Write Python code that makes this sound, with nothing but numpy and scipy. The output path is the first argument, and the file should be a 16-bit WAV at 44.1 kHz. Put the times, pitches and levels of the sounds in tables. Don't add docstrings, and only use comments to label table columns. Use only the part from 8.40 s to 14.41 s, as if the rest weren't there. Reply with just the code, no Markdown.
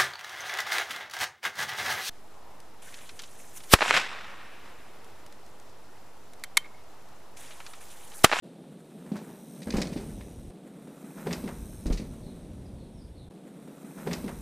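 import sys
import numpy as np
from scipy import signal
from scipy.fft import rfft, irfft
from scipy.io import wavfile
from scipy.ndimage import map_coordinates

SR = 44100
rng = np.random.default_rng(int(sys.argv[2]) if len(sys.argv) > 2 else 0)


def bounce(signal):
    frames = np.transpose(np.atleast_2d(signal))
    limited = np.clip(frames, -1, 1)
    pcm = np.round(limited * 32767).astype(np.int16)
    wavfile.write(sys.argv[1], SR, pcm)


N = 265261
T = np.arange(N) / SR
FREQS = np.maximum(np.arange(N // 2 + 1) * SR / N, 1)
SECOND_PASS_S, REPEAT_AT_S = 2.1072, 4.91

# frequency in Hz, relative level in dB per Hz.
FIRST_TRAIL = [(90, -41), (120, -17.5), (150, 1.5), (230, 1.5), (310, -7), (420, -8.5), (600, -13.5),
               (850, -22), (1300, -43.5), (2500, -33.5)]
# time in seconds, relative thump level in dB, pitch factor,
# length factor, relative scuff level in dB.
WHEEL_STRIKES = [(0.647, -39.5, 1.23, 3.1, -52), (0.717, -24.5, 0.91, 1.7, -60),
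                 (0.749, -33.5, 0.79, 0.79, -40), (0.875, -37.5, 1.05, 3.6, -52),
                 (1.2704, -22.5, 1.17, 0.75, -41), (1.339, -18, 0.92, 1.5, -33.5),
                 (1.383, -18, 1.22, 0.46, -37), (1.421, -25.5, 0.98, 0.63, -47),
                 (1.561, -21.5, 1.04, 1, -59), (2.764, -39.5, 1.05, 1.8, -40.5),
                 (2.854, -30, 1.1, 0.4, -42), (2.868, -17, 0.99, 0.61, -38.5),
                 (2.915, -25.5, 1.06, 1.14, -38.5), (3.039, -22, 0.96, 1.2, -50.5),
                 (3.073, -36, 0.97, 1.02, -37), (3.457, -21.5, 0.84, 0.68, -40),
                 (3.501, -20.5, 1.07, 1.1, -41.5), (3.597, -24.5, 0.99, 1.2, -69)]


def from_db(db):
    return 10 ** (np.asarray(db) / 20)


def rms_one(x):
    return x / np.sqrt(np.mean(x ** 2) + 1e-20)


def in_time(rows):
    s, *columns = np.transpose(rows)
    return [np.interp(T, s, column) for column in columns]


def over_hz(points):
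    hz, value = np.transpose(points)
    return np.interp(np.log(FREQS), np.log(hz), value)


def colour(x, spectrum):
    skirt = 1 / (1 + (FREQS / spectrum[-1][0] / 2) ** 4)
    return rms_one(irfft(rfft(x) * from_db(over_hz(spectrum)) * skirt, N))


def drift(rate_hz):
    return rms_one(irfft(rfft(rng.standard_normal(N)) / (1 + (FREQS / rate_hz) ** 2), N))


def resonate(x, modes):
    out = 0
    for k, (hz, width_hz, db) in enumerate(modes):
        radius = np.exp(-np.pi * width_hz / SR)
        poles = [1, -2 * radius * np.cos(2 * np.pi * hz / SR), radius ** 2]
        gain = (-1) ** k * from_db(db) * (1 - radius ** 2) / 2
        out = out + gain * signal.lfilter([1, 0, -1], poles, x + 1e-18)
    return out


def grains(per_s, spread_db):
    sizes = from_db(spread_db * np.minimum(rng.exponential(1, N), 4))
    return (rng.random(N) < per_s / SR) * sizes * rng.choice([-1, 1], N)


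def dying(s, t60):
    span = slice(int(s * SR), int(s * SR) + SR // 3)
    age = T[span] - T[span][0]
    return span, age, 1000. ** (-age / t60)


def lagged(x, lag_s):
    keep = np.exp(-1 / (lag_s * SR))
    return signal.lfilter([1 - keep], [1, -keep], x)


def low_cut(x, edge_hz):
    return signal.sosfilt(signal.butter(4, edge_hz, "high", fs=SR, output="sos"), x + 1e-18)


def per_jump(rows):
    return np.array(rows)[(T >= SECOND_PASS_S).astype(int)].T


def ride():
    # time of nearest approach in seconds, distance then in metres, speed coming and
    # and the ticking slows, in seconds.
    jumps = [(1.38, 2.04, 7.4, 4.8, 0.9, 1.5), (3.1, 2.43, 8.6, 4.3, 3.0, 3.1)]
    undergrowth_db_per_m = 1.97
    nearest_s, nearest_m, approach, departure, ease_start, ease_end = per_jump(jumps)
    ahead_m = np.where(T < nearest_s, approach, departure) * (nearest_s - T)
    metres = np.hypot(ahead_m, nearest_m)
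    near_db = -20 * np.log10(metres) - undergrowth_db_per_m * metres
    eased = 1. * ((T > ease_start) & (T < ease_end))
    return near_db, ahead_m / metres, eased


def trunks(x, t60, dull_hz):
    span, age, fall = dying(0, t60)
    echoes = grains(per_s=1500, spread_db=5)[span] * fall * (age > .008)
    wet = signal.fftconvolve(x, echoes / np.sqrt(np.sum(echoes ** 2)))[:N]
    return signal.sosfilt(signal.butter(1, dull_hz, fs=SR, output="sos"), wet)


def pine_air(level_db):
    # frequency in Hz, relative level in dB per Hz.
    air_tone = [(60, -77), (150, -3), (350, 5), (700, -1.5), (1200, -13.5), (2700, -20), (3700, -14.5),
                (5000, -27), (7300, -26), (8600, -16.5), (11500, -24.5), (15000, -37)]
    return from_db(level_db) * colour(rng.standard_normal(N), air_tone)


def bird(warble_hz, blur):
    # start in seconds, length in seconds, first and last frequency in Hz,
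    # relative level in dB.
    phrases = [(3.824, 0.11, 4440, 3560, -62.5), (4.256, 0.019, 5200, 4720, -63),
               (4.373, 0.096, 4400, 3880, -67), (4.536, 0.13, 5700, 4440, -65),
               (4.748, 0.11, 4400, 3650, -63)]
    out, warble, flutter = np.zeros(N), warble_hz * drift(400), 1 + blur * drift(120)
    for s, length, first_hz, last_hz, db in phrases:
        along = np.clip((T - s) / length, 0, 1)
        hz = first_hz + (last_hz - first_hz) * along + warble
        swell = np.sqrt(np.abs(np.sin(np.pi * along)))
        out += from_db(db) * swell * flutter * np.sin(2 * np.pi * np.cumsum(hz) / SR)
    return out


def ground(calm_db, gust_db):
    # frequency in Hz, relative level in dB per Hz.
    deep_tone = [(15, -25), (28, 1), (42, 1), (60, 1), (90, -1.5), (125, -4), (180, -25)]
    # start in seconds, level in dB,
    # rise in seconds, fading in dB per second.
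    wakes = [(1.25, -44.5, 0.024, 1.5), (2.83, -42.5, 0.28, 2.5)]
    # time in seconds, level in dB, frequency in Hz,
    # time to fall 60 dB in seconds.
    booms = [(1.34, -27, 55, 0.074), (1.362, -20.5, 42, 0.074), (3.461, -21.5, 47.3, 0.14),
             (3.505, -17, 37.8, 0.28)]
    start, wake_db, rise_s, fading = per_jump(wakes)
    since = np.maximum(T - start, 0)
    gusts = gust_db * drift(16)
    wake = from_db(wake_db - fading * since + gusts) * (1 - np.exp(-since / rise_s))
    out = colour(rng.standard_normal(N), deep_tone) * (wake + from_db(calm_db))
    for s, db, hz, t60 in booms:
        span, age, fall = dying(s, t60)
        out[span] += from_db(db) * fall * np.sin(2 * np.pi * hz * age)
    return out


def freehub(ring_db, sizzle_db, ring_forward_db, sizzle_forward_db, sizzle_falloff, ring_slowed_db,
            sizzle_slowed_db):
    # frequency in Hz, width in Hz,
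    # relative level in dB for one pass.
    shell_modes = [(2450, 350, -4), (3850, 610, -3), (5520, 710, -1), (6670, 1030, -2.5), (8205, 440, 2),
                   (8570, 410, 2.5), (9440, 590, 1), (10880, 1100, -4.5)]
    sizzle_modes = [(12830, 2200, 3), (13840, 1000, 2), (14900, 1100, -5)]
    pawls_per_s, slowing, spin_lag_s, wobble = 106, 0.31, 0.15, 0.035
    near_db, facing, eased = ride()
    slowed = lagged(eased, spin_lag_s)
    rate = pawls_per_s * (1 - slowing * slowed + wobble * drift(2.3))
    teeth = np.cumsum(rate) / SR
    since_tooth_s = (teeth % 1) / rate
    ticks = (np.exp(-since_tooth_s / .004) + .45) * rng.standard_normal(N)
    shell = rms_one(resonate(resonate(ticks, shell_modes), shell_modes))
    sizzle = rms_one(resonate(resonate(ticks, sizzle_modes), sizzle_modes))
    shell_level = ring_db + near_db + ring_forward_db * facing + ring_slowed_db * slowed
    sizzle_level = (sizzle_db + sizzle_falloff * near_db + sizzle_forward_db * facing
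                    + sizzle_slowed_db * slowed)
    return shell * from_db(shell_level) + sizzle * from_db(sizzle_level)


def ground_bounce(x, share, lag_s, sway):
    lag = lag_s * np.exp(sway * drift(1))
    echo = map_coordinates(x, [np.maximum(T - lag, 0) * SR], order=3)
    return (x + share * echo) / np.sqrt(1 + share ** 2)


def rolling(drum_db, crunch_db, lumpy_db, patchy_db, snap_db, near_share, forward_db, eased_db, load_share):
    # time in seconds, relative level in dB.
    tread = [
        [(0.05, -46.5), (0.37, -49.5), (0.6, -49.5), (0.82, -44.5), (0.98, -49), (1.27, -44.5), (1.45, -36.5),
         (1.82, -46), (2.08, -48.5)],
        [(2.13, -48), (2.76, -46), (2.99, -41), (3.23, -47.5), (3.44, -48.5), (3.64, -44), (4.24, -47),
         (4.58, -51), (4.87, -53)],
    ]
    # frequency in Hz, relative level in dB per Hz.
    second_trail = [(90, -29), (120, -21), (150, 4), (230, 2), (310, -4), (420, -9), (600, -12), (850, -23),
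                    (1300, -34), (2500, -34)]
    needle_tone = [(500, -7.5), (900, 6), (1400, 7), (2200, 0), (3200, -12.5), (5000, -24), (7500, -2),
                   (15000, -15)]
    # frequency in Hz, width in Hz, relative level in dB.
    twig_modes = [(870, 230, 1.5), (1420, 580, -3), (1820, 1400, -7.5), (2570, 170, -2.5)]
    drum, = in_time(np.vstack(tread))
    near_db, facing, eased = ride()
    load = load_share * (drum - drum.mean())
    softening = eased_db * lagged(eased, lag_s=0.041)
    crunch = drum + load + near_share * near_db + forward_db * facing + softening
    contacts = grains(per_s=2500, spread_db=0.5)
    soil = np.where(T < SECOND_PASS_S, colour(contacts, FIRST_TRAIL), colour(contacts, second_trail))
    knobs = soil * from_db(drum + drum_db + lumpy_db * drift(18))
    needles = colour(grains(per_s=2200, spread_db=1.0), needle_tone) * from_db(patchy_db * drift(20))
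    snap_fall = dying(0, .025)[2]
    snaps = signal.fftconvolve(np.abs(grains(per_s=70, spread_db=2.5)), snap_fall)[:N]
    twigs = rms_one(resonate(snaps * rng.standard_normal(N), twig_modes))
    litter = needles * from_db(crunch_db) + twigs * from_db(snap_db)
    return knobs + litter * from_db(crunch)


def scuffs(level_db, rise_s):
    # frequency in Hz, relative level in dB per Hz.
    grit_tone = [(300, -4), (550, 4.5), (950, 2), (1400, -2.5), (1750, -4), (2150, -6.5), (2700, -13),
                 (3300, -18.5), (7000, -21)]
    scuff_t60_s = 0.19
    firm_db = -20.5
    out, grit = np.zeros(N), colour(grains(per_s=3200, spread_db=4.5), grit_tone)
    for s, thump_db, _, length, db in WHEEL_STRIKES:
        span, age, fall = dying(s, scuff_t60_s * length)
        bite_s = rise_s * from_db(firm_db - thump_db)
        bite = 1 - np.exp(-(age / bite_s) ** 2)
        out[span] += from_db(db + level_db) * fall * bite * grit[span]
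    return out


def clatter(level_db, rise_s, breadth, rattle_db, rattle_t60, crack_db, clump_db):
    # frequency in Hz, width in Hz, relative level in dB.
    frame_modes = [(920, 190, 5), (1805, 400, 6.5), (2085, 380, 7.5), (2500, 470, 3), (3900, 1560, -2),
                   (4950, 640, 3), (5700, 1100, -1), (8350, 2800, -5), (12800, 1600, -26)]
    # time in seconds, relative level in dB, centre frequency in Hz,
    # time to fall 60 dB in seconds.
    slaps = [(0.765, -44, 4600, 0.18), (1.2183, -34.5, 3200, 0.034), (1.2276, -35.5, 4730, 0.044),
             (1.3049, -13, 3580, 0.01), (1.3669, -29.5, 4550, 0.12), (1.402, -35, 5500, 0.06),
             (1.416, -15, 4060, 0.031), (1.47, -29.5, 4120, 0.025), (1.5266, -38, 3660, 0.082),
             (1.5703, -40.5, 3030, 0.19), (1.8085, -33, 2180, 0.029), (2.869, -28.5, 2160, 0.018),
             (2.9076, -25.5, 2510, 0.034), (2.9275, -18.5, 4000, 0.036), (3.0746, -31, 2100, 0.036),
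             (3.465, -31, 5900, 0.047), (3.524, -31, 4630, 0.12), (3.572, -36.5, 3800, 0.14)]
    jolt_db, jolt_hz, jolt_t60_s = -21.5, 3300, 0.053
    contacts = rms_one(grains(per_s=9000, spread_db=1))
    out, links = np.zeros(N), rms_one(resonate(contacts, frame_modes))
    clumps = rms_one(from_db(clump_db * drift(89)))
    jolts = [(s, db + jolt_db, jolt_hz, jolt_t60_s) for s, db, *_ in WHEEL_STRIKES]
    for s, db, hz, t60 in list(slaps) + jolts:
        span, age, fall = dying(s, t60)
        rattle = from_db(rattle_db) * dying(s, rattle_t60)[2] * clumps[span]
        band = signal.butter(2, [hz / breadth, hz * breadth], "band", fs=SR, output="sos")
        shower = rms_one(signal.sosfilt(band, links[span]))
        crack = from_db(crack_db) * contacts[span] * fall ** 2
        rise = 1 - np.exp(-age / rise_s)
        out[span] += from_db(db + level_db) * (shower * (fall + rattle) + crack) * rise
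    return out


def thumps(level_db, scrub_db, scrub_t60, rise_s):
    # frequency in Hz, relative level in dB,
    # time to fall 60 dB in seconds; strikes scale the frequency and the time.
    tyre_modes = [(182.6, -5.5, 0.073), (226.6, 4.5, 0.038), (282, -1, 0.037), (382.6, -7.5, 0.11),
                  (557, -13, 0.012), (756, -16, 0.016), (980, -22, 0.029)]
    bottom_out_s, bottom_out_db = 0.019, -4.5
    out, scrub = np.zeros(N), colour(rng.standard_normal(N), FIRST_TRAIL)
    bumps = []
    for s, db, pitch, length, _ in WHEEL_STRIKES:
        bumps.append((s, db, pitch, length))
        bumps.append((s + bottom_out_s, db + bottom_out_db, pitch, length))
    strengths = rng.normal(0, 2.5, (len(bumps), len(tyre_modes)))
    for (s, db, pitch, length), touch in zip(bumps, strengths):
        for (hz, mode_db, t60), touch_db in zip(tyre_modes, touch):
            span, age, fall = dying(s, t60 * length)
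            envelope = fall * (1 - np.exp(-age / rise_s))
            tone = np.sin(2 * np.pi * hz * pitch * age)
            out[span] -= from_db(db + mode_db + touch_db + level_db) * envelope * tone
        span, age, fall = dying(s, scrub_t60)
        out[span] += from_db(db + scrub_db) * fall * (1 - np.exp(-age / rise_s)) * scrub[span]
    return out


def two_ears(x, side_db, lean_db):
    spread_hz = 11000
    above = 1 / (1 + (spread_hz / FREQS) ** 40)
    top = irfft(rfft(x) * above, N)
    loose = irfft(rfft(top * drift(400)) * above, N)
    lean = from_db(np.array([[lean_db], [-lean_db]]) / 2)
    return x - top + lean * (top + from_db(side_db) * loose * [[1], [-1]])


def scene():
    song = bird(warble_hz=200, blur=0.5)
    song_echo = trunks(song, t60=0.71, dull_hz=7000)
    forest = pine_air(level_db=-58) + from_db(-2.5) * song + from_db(-3) * song_echo

    hub = freehub(ring_db=-43.5, sizzle_db=-42.0, ring_forward_db=1.5, sizzle_forward_db=6.0,
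                  sizzle_falloff=1.4, ring_slowed_db=-3.0, sizzle_slowed_db=-9)
    tyres = rolling(drum_db=0.5, crunch_db=-10.5, lumpy_db=1.0, patchy_db=3.0, snap_db=-13.5,
                    near_share=0.5, forward_db=5.5, eased_db=-7, load_share=0.16)
    chain = clatter(level_db=-8, rise_s=0.0017, breadth=1.8, rattle_db=-20, rattle_t60=0.2,
                    crack_db=-10.0, clump_db=4.0)
    wheels = low_cut(thumps(level_db=-7.5, scrub_db=-9.5, scrub_t60=0.095, rise_s=0.00077), edge_hz=140)
    blows = wheels + chain + scuffs(level_db=-1.8, rise_s=0.0015)
    blow_echo = from_db(-9.0) * trunks(blows, t60=0.37, dull_hz=4060)
    bike = blows + blow_echo + tyres + ground(calm_db=-78.5, gust_db=2.2)
    bike = bike + ground_bounce(hub, share=0.42, lag_s=0.00099, sway=0.025)

    out = two_ears(bike + forest, side_db=-5.0, lean_db=-1.5)
    at, start = round(REPEAT_AT_S * SR), round(SECOND_PASS_S * SR)
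    return np.hstack([out[:, :at], out[:, start:start + N - at]])


def record(dry):
    cutoff_hz = 15350
    opening = np.clip((T - .022) / .018, 0, 1)
    dip = 1 - .95 * np.exp(-((T - REPEAT_AT_S + .016) / .006) ** 2)
    top_cut = signal.ellip(10, .2, 80, cutoff_hz, fs=SR, output="sos")
    return signal.sosfilt(top_cut, dry * opening * dip)


dry = scene()
out = record(dry)
bounce(out)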